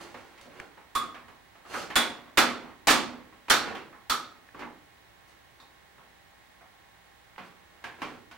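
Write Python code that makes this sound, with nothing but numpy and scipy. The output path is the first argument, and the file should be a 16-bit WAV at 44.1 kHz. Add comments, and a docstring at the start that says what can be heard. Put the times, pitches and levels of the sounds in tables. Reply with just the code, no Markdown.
"""A baby slaps the hollow plastic tray of a play seat in a small room with a wooden floor.
Each slap pops the air under the palm, booms in the tray and rings the toys fixed to it.
Loose toys rattle after it. Between slaps, hands and toys knock, click and rub lightly
and a sleeve swishes. A tape camera whirs over steady hiss."""
import sys
import numpy as np
from scipy import signal
from scipy.fft import rfft, irfft, next_fast_len
from scipy.io import wavfile
from scipy.ndimage import map_coordinates

SR = 44100
rng = np.random.default_rng(int(sys.argv[2]) if len(sys.argv) > 2 else 0)


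def bounce(signal):
    """Save signal as a 16-bit WAV file at the path given by the first command-line argument."""
    frames = np.transpose(np.atleast_2d(signal))
    limited = np.clip(frames, -1, 1)
    pcm = np.round(limited * 32767).astype(np.int16)
    wavfile.write(sys.argv[1], SR, pcm)


N = 369116
SIZE = 32768  # samples per contact
T, HZ = np.arange(SIZE) / SR, np.fft.rfftfreq(SIZE, 1 / SR)
TIME = np.arange(N) / SR

# slaps: t/s, palm lag/s, tray/dB, bass/dB, treble/dB,
# finger pop/Hz, palm pop/Hz, pop width/Hz, pop/dB, bead/dB, button/dB
SLAPS = [(.951, .003, -24, 6.5, 3.5, 1105, 1227, 32, 1, -17, -55),
         (1.956, 0.0043, -7.5, -1.5, 1, 1460, 1470, 80, -10, -5.5, -42),
         (2.373, .006, -4, -0.5, -2, 1210, 1340, 115, -4, -11, -11.5),
         (2.871, 0.012, -4.5, -1, 1, 840, 880, 118, -7, -38, -13.5),
         (2.901, .003, -13, 6.5, 8, 1175, 1190, 150, -9.5, -15, -27),
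         (3.499, .003, -7.5, -0.5, 2.5, 1560, 1306, 177, -4.5, -12.5, -8.5),
         (4.097, .002, -21, 2, 6.5, 1290, 1255, 104, -4.5, -19, -15)]
# soft-contact spectrum: f/Hz, level/dB
SOFT_SPECTRUM = [(30, -16), (120, -10), (260, -4.5), (500, -4), (1000, 2), (1500, -2), (2500, -5.5),
                 (4000, -16.5), (8000, -30.5), (16000, -39)]
# left-right coherence of room sound: f/Hz, coherence
ROOM_COHERENCE = [(60, 1), (150, 0.25), (380, 0.54), (950, 0.77), (2380, 0.67), (5980, 0.3), (15000, 0.065)]


def slaps(finger_db=-5, finger_treble_db=5.5, puff_db=-33, puff_hz=45, puff_decay_s=0.01):
    """Fingers land, then the palm; each sounds tray, trapped air and toys, and pushes a puff of air."""
    # hard-contact spectrum: f/Hz, level/dB
    hard_spectrum = [(30, -26), (110, -17.5), (170, -13.5), (250, -4), (450, -5), (1000, -1.5),
                     (1900, -2.5), (3000, -6), (5000, -13.5), (8000, -16), (12500, -28), (16000, -24)]
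    # toy resonances: f/Hz, width/Hz, level/dB
    bead_modes = [(3397, 68, 3.5), (3460, 32, -12.5), (3700, 90, -41), (7030, 100, -8), (8280, 82, -15),
                  (8640, 500, -13.5), (9140, 80, -16), (11740, 210, -13)]
    button_modes = [(3620, 170, -4), (4030, 99, -1.5), (4330, 35, 1.5), (4500, 30.6, -6), (4650, 21, -16),
                    (5600, 50, -3), (6600, 38, -14), (7250, 28, -22), (9270, 68, -14), (11050, 720, -17)]
    out = np.zeros((2, N))
    puff = np.sin(2 * np.pi * puff_hz * T) * np.exp(-T / puff_decay_s)
    bead, button = ring(bead_modes, HZ), ring(button_modes, HZ)
    for (start_s, lag_s, db, bass_db, treble_db,
         finger_hz, palm_hz, width_hz, pop_db, bead_db, button_db) in SLAPS:
        toys = amp(bead_db) * bead + amp(button_db) * button
        finger_shell = tray(hard_spectrum, bass_db, treble_db + finger_treble_db)
        palm_shell = tray(hard_spectrum, bass_db, treble_db)
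        fingers = (start_s, db + finger_db, finger_shell, finger_hz)
        palm = (start_s + lag_s, db, palm_shell, palm_hz)
        for at_s, force_db, shell, pop_hz in (fingers, palm):
            pop = ring([(pop_hz, width_hz, pop_db)], HZ)
            hit = contact(amp(force_db) * shell + pop + toys)
            add(out, at_s, hit + amp(puff_db + 0.4 * force_db) * puff)
    return out


def tray(spectrum, bass_db, treble_db, bass_hz=550, treble_hz=3200, modes_db=-1, scatter_db=2):
    """Tray response: heavy contacts add bass, hard ones treble; each spot favours other modes."""
    # tray resonances: f/Hz, width/Hz, level/dB
    tray_modes = [(243.7, 9.3, 4.5), (317, 76, -12.5), (529, 9.5, 0), (713, 5.1, 2), (839, 5.1, 0),
                  (913, 6, -3), (1112, 46, -4), (1300, 12, -3.5), (1590, 7.3, -24), (2100, 22, -7),
                  (2312, 18, -3.5), (3120, 15, 5), (3330, 16, -6), (4480, 13, -13), (7600, 13, -22)]
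    shelves_db = bass_db / (1 + (HZ / bass_hz) ** 4) + treble_db / (1 + (treble_hz / (HZ + 1)) ** 4)
    modes = [(hz, width_hz, db + scatter_db * rng.standard_normal()) for hz, width_hz, db in tray_modes]
    return minimum_phase(shelves_db + curve(spectrum, HZ)) * (1 + amp(modes_db) * ring(modes, HZ))


def rattles(count=4, wait_s=0.1, span_s=0.27, below_slap_db=24, fade_db_per_s=38):
    """Loose toys tap the tray at random after each slap, ever more weakly."""
    taps = np.zeros((1, N))
    for start_s, _, slap_db, *_ in SLAPS:
        for delay_s in wait_s + span_s * (np.arange(count) + rng.random(count)) / count:
            tap_db = slap_db - below_slap_db - fade_db_per_s * delay_s
            add(taps, start_s + delay_s, np.full((1, 1), amp(tap_db)))
    tap = contact(tray(SOFT_SPECTRUM, bass_db=4, treble_db=-6))
    return signal.fftconvolve(taps, tap, axes=1)[:, :N]


def knocks(loss_factor=0.084):
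    """Soft contacts sound the tray, plus a short pop of air trapped under the fingers."""
    # knocks: t/s, level/dB, bass/dB, treble/dB, note/Hz, note/dB
    touches = [(.003, -36.5, 6, -1, 347, 14.5), (.143, -32, 3.5, 2, 497, 6), (.377, -41.5, -6, 7, 2080, 3),
               (.457, -48, 18, 5, 546, 20.5), (.772, -39, 2, -7, 850, 0),
               (1.03, -34.5, 7.5, -12, 1090, -14), (1.144, -30, -4.5, -0.5, 1060, -6),
               (1.282, -40.5, 6.5, 3, 970, 8), (1.553, -43, -2, 0, 1310, -7), (1.65, -40, 2, -10, 1230, 8),
               (1.741, -24, -1, -7, 1250, 13), (1.902, -25.5, 0, 3, 1660, -0.5),
               (2.634, -35.5, 7, -10, 790, 9), (3.325, -43, 6, -2, 1080, 0), (3.482, -27, 0, 1.5, 2400, -1),
               (3.750, -25.5, -23, 3.5, 2670, -12), (3.928, -36, -7, -20.5, 1030, -2),
               (4.545, -36.5, 9.5, -5, 1100, 2), (4.592, -32, 5.5, 6, 880, 2),
               (4.62, -25.5, -4, -20, 297, 6), (5.6, -43, 2, 7, 3700, 5.5),
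               (5.982, -40.5, 1, -13, 1040, -9), (6.609, -42, -9, -19, 756, 8),
               (7.38, -27.5, -3.5, -1.5, 194, 3.5), (7.84, -26, -3, 3, 1600, 4.5),
               (8.018, -21, 1.5, 3.5, 305, 2), (8.312, -37.5, -2, 10.5, 1480, -4)]
    out = np.zeros((2, N))
    for start_s, db, bass_db, treble_db, hz, note_db in touches:
        note = ring([(hz, loss_factor * hz, note_db)], HZ)
        add(out, start_s, amp(db) * contact(tray(SOFT_SPECTRUM, bass_db, treble_db) + note))
    return out


def near_clicks(t60_s=0.015, treble_hz=3500):
    """A small plastic part clicks, too near to stir the room."""
    # clicks: t/s, level/dB, treble/dB
    clicks = [(.413, -50, 22.5), (0.5999, -28, 1.5), (4.489, -42.5, -17), (7.361, -42, -12)]
    # f/Hz, level/dB
    spectrum = [(40, 13), (130, 5), (400, -2), (1000, 7), (1700, 12), (2800, 3.5), (4000, -10),
                (8000, -13.5), (15000, -30)]
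    out = np.zeros((2, N))
    shelf = 1 / (1 + (treble_hz / (HZ + 1)) ** 4)
    for start_s, db, treble_db in clicks:
        snap = diffuse(SIZE, ROOM_COHERENCE) * np.exp(-np.log(1000) * T / t60_s)
        response = minimum_phase(curve(spectrum, HZ) + treble_db * shelf)
        add(out, start_s, amp(db) * irfft(response * rfft(snap)))
    return out


def rubbing(bell_exponent=1.93):
    """Hand and sleeve slide over the tray's rim, louder as the arm moves faster."""
    # arm strokes: peak t/s, rise/s, fall/s, hand/dB, sleeve/dB
    strokes = [(.02, 0.06, 0.31, -55.5, -60), (.01, 0.03, 0.025, -58, -51.5),
               (.413, 0.007, 0.018, -66, -53.5), (.59, .09, 0.058, -51, -61.5),
               (1.765, 0.07, 0.068, -38.5, -40.5), (3.66, 0.065, 0.091, -39, -66),
               (4.61, 0.055, 0.021, -46, -67), (5.285, .012, 0.01, -75, -57),
               (7.445, .015, 0.023, -58, -59), (7.7, 0.2, .25, -67, -79), (8.07, 0.1, 0.072, -48.5, -60)]
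    # sleeve spectrum: f/Hz, level/dB
    cloth_spectrum = [(100, -20), (700, 3), (1500, -2), (4500, -1), (8000, -5.5), (13000, -13.5),
                      (16000, -19)]
    # rim resonances: f/Hz, width/Hz, level/dB
    rim_modes = [(320, 310, 4.5), (532, 59, -1.5), (1410, 190, -2), (2760, 56, -3.5), (4290, 140, -4.5)]
    hand, sleeve = np.zeros((2, N))
    for peak_s, rise_s, fall_s, hand_db, sleeve_db in strokes:
        t = TIME - peak_s
        speed = np.exp(-np.abs(t / np.where(t < 0, rise_s, fall_s)) ** bell_exponent)
        hand += amp(hand_db) * speed
        sleeve += amp(sleeve_db) * speed
    drag = friction(hand, SOFT_SPECTRUM, rim_modes, slips_per_s=470)
    swish = friction(sleeve, cloth_spectrum, rim_modes, slips_per_s=5700)
    return drag + swish


def friction(envelope, spectrum, modes, slips_per_s):
    """Tiny uneven slips excite the modes and the room."""
    slips = rng.standard_normal(N) * (rng.random(N) < slips_per_s / SR)
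    scrape = filtered(slips, lambda hz: amp(curve(spectrum, hz)) * (1 + ring(modes, hz)))
    stroke = unit_rms(scrape) * envelope
    walls = room()
    return signal.fftconvolve(stroke[None], walls / np.linalg.norm(walls[0]), axes=1)[:, :N]


def contact(response):
    """One contact with this frequency response in the room, faded out."""
    fade = np.clip(4 * (1 - T / T[-1]), 0, 1) ** 2
    return irfft(response * rfft(room())) * fade


def room(crack_db=3, crack_t60_s=0.0067, early_db=-4, early_t60_ratio=0.69, tail_db=-5.5, rise_s=0.00047):
    """Impulse response: direct crack, early returns from the near corner, tail; treble dies first."""
    # reverberation: f/Hz, t60/s
    decay_times = [(100, 0.86), (260, 0.82), (700, 0.49), (1840, 0.46), (4850, 0.42), (12800, 0.26)]
    hz, t, noise = signal.stft(diffuse(SIZE, ROOM_COHERENCE), SR, nperseg=256)
    fall_db = -60 * t / curve(decay_times, hz)[:, None]
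    returns = np.hypot(amp(early_db + fall_db / early_t60_ratio), amp(tail_db + fall_db))
    walls = signal.istft(noise * returns, SR)[1][:, :SIZE]
    crack = amp(crack_db) * diffuse(SIZE, ROOM_COHERENCE) * np.exp(-np.log(1000) * T / crack_t60_s)
    return (crack + walls) * (1 - np.exp(-T / rise_s))


def camera_whir(flutter_rad=0.5, drift_hz=10):
    """Mains hum, tape motor and line whistle, each drifting in phase."""
    # tones: f/Hz, level/dB
    tones = [(59.6, -75.5), (180, -79), (796.7, -75), (1087, -74.5), (1572, -77), (1723, -74.5),
             (1873, -72.5), (1992, -77), (2174, -74.5), (2471, -81.5), (15735, -78.5)]
    out = np.zeros(N)
    for hz, db in tones:
        drift = map_coordinates(rng.standard_normal(100), [TIME * drift_hz])
        out += np.sqrt(2) * amp(db) * np.sin(2 * np.pi * hz * TIME + flutter_rad * drift)
    return out


def hiss(level_db=-58.5):
    """Steady, wide background noise."""
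    # hiss spectrum: f/Hz, level/dB
    spectrum = [(12, -26), (20, -12), (84, 2.5), (183, -6), (242, -4.5), (357, -3), (457, -5.5),
                (733, -1.5), (796, 0), (1170, -5), (1930, -4.5), (2340, -8), (3970, -10.5), (4820, -16),
                (15000, -24)]
    # left-right coherence: f/Hz, coherence
    coherence = [(60, 0.65), (150, -0.16), (380, -0.17), (950, 0.038), (2380, -0.46), (5980, -0.1),
                 (15000, 0.12)]
    noise = filtered(diffuse(N, coherence), lambda hz: amp(curve(spectrum, hz)))
    return amp(level_db) * unit_rms(noise)


def diffuse(size, coherence):
    """Stereo white noise from all sides; negative coherence counts as 0."""
    angle = np.arccos(np.clip(curve(coherence, np.fft.rfftfreq(size, 1 / SR)), 0, 1)) / 2
    mid, side = rfft(rng.standard_normal((2, size))) * [np.cos(angle), np.sin(angle)]
    return irfft([mid + side, mid - side], size)


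def ring(modes, hz):
    """Response of resonances: f/Hz, width/Hz, level/dB."""
    return sum(amp(db) * 1j * hz * width / (f * f - hz * hz + 1j * hz * width) for f, width, db in modes)


def minimum_phase(db):
    """Causal response with this gain."""
    cepstrum = irfft(np.log(amp(db)))
    cepstrum[1:SIZE // 2] *= 2
    cepstrum[SIZE // 2 + 1:] = 0
    return np.exp(rfft(cepstrum))


def filtered(x, response):
    """Apply response(hz) to x."""
    size = next_fast_len(N + SIZE)
    return irfft(rfft(x, size) * response(np.fft.rfftfreq(size, 1 / SR)), size)[..., :N]


def curve(points, hz):
    """Interpolate (f/Hz, value) points over log frequency."""
    f, values = np.transpose(points)
    return np.interp(np.log(hz + 1), np.log(f + 1), values)


def amp(db):
    """Decibels to gain."""
    return 10 ** (np.asarray(db) / 20)


def unit_rms(x):
    """Scale to rms 1."""
    return x / np.sqrt(np.mean(x ** 2) + 1e-20)


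def add(out, start_s, x):
    """Mix x into out."""
    part = out[:, max(round(start_s * SR), 0):][:, :x.shape[1]]
    part += x[:, :part.shape[1]]


def scene():
    """All sources, in stereo."""
    return slaps() + rattles() + knocks() + near_clicks() + rubbing() + hiss() + camera_whir()


def record(dry, ceiling_db=-3, top_hz=15850):
    """Lean to the right, round off peaks, limit the band."""
    # balance: f/Hz, left minus right/dB
    balance = [(60, 1), (120, -10), (240, -3.5), (480, -2), (950, -1.5), (1890, -3.5), (3770, -3.5),
               (7520, -1.5), (15000, -0.5)]
    pair = filtered(dry, lambda hz: amp(np.outer([.5, -.5], curve(balance, hz))))
    rounded = pair / (1 + (pair / amp(ceiling_db)) ** 4) ** .25
    return filtered(rounded, lambda hz: hz < top_hz)


dry = scene()
out = record(dry)
bounce(out)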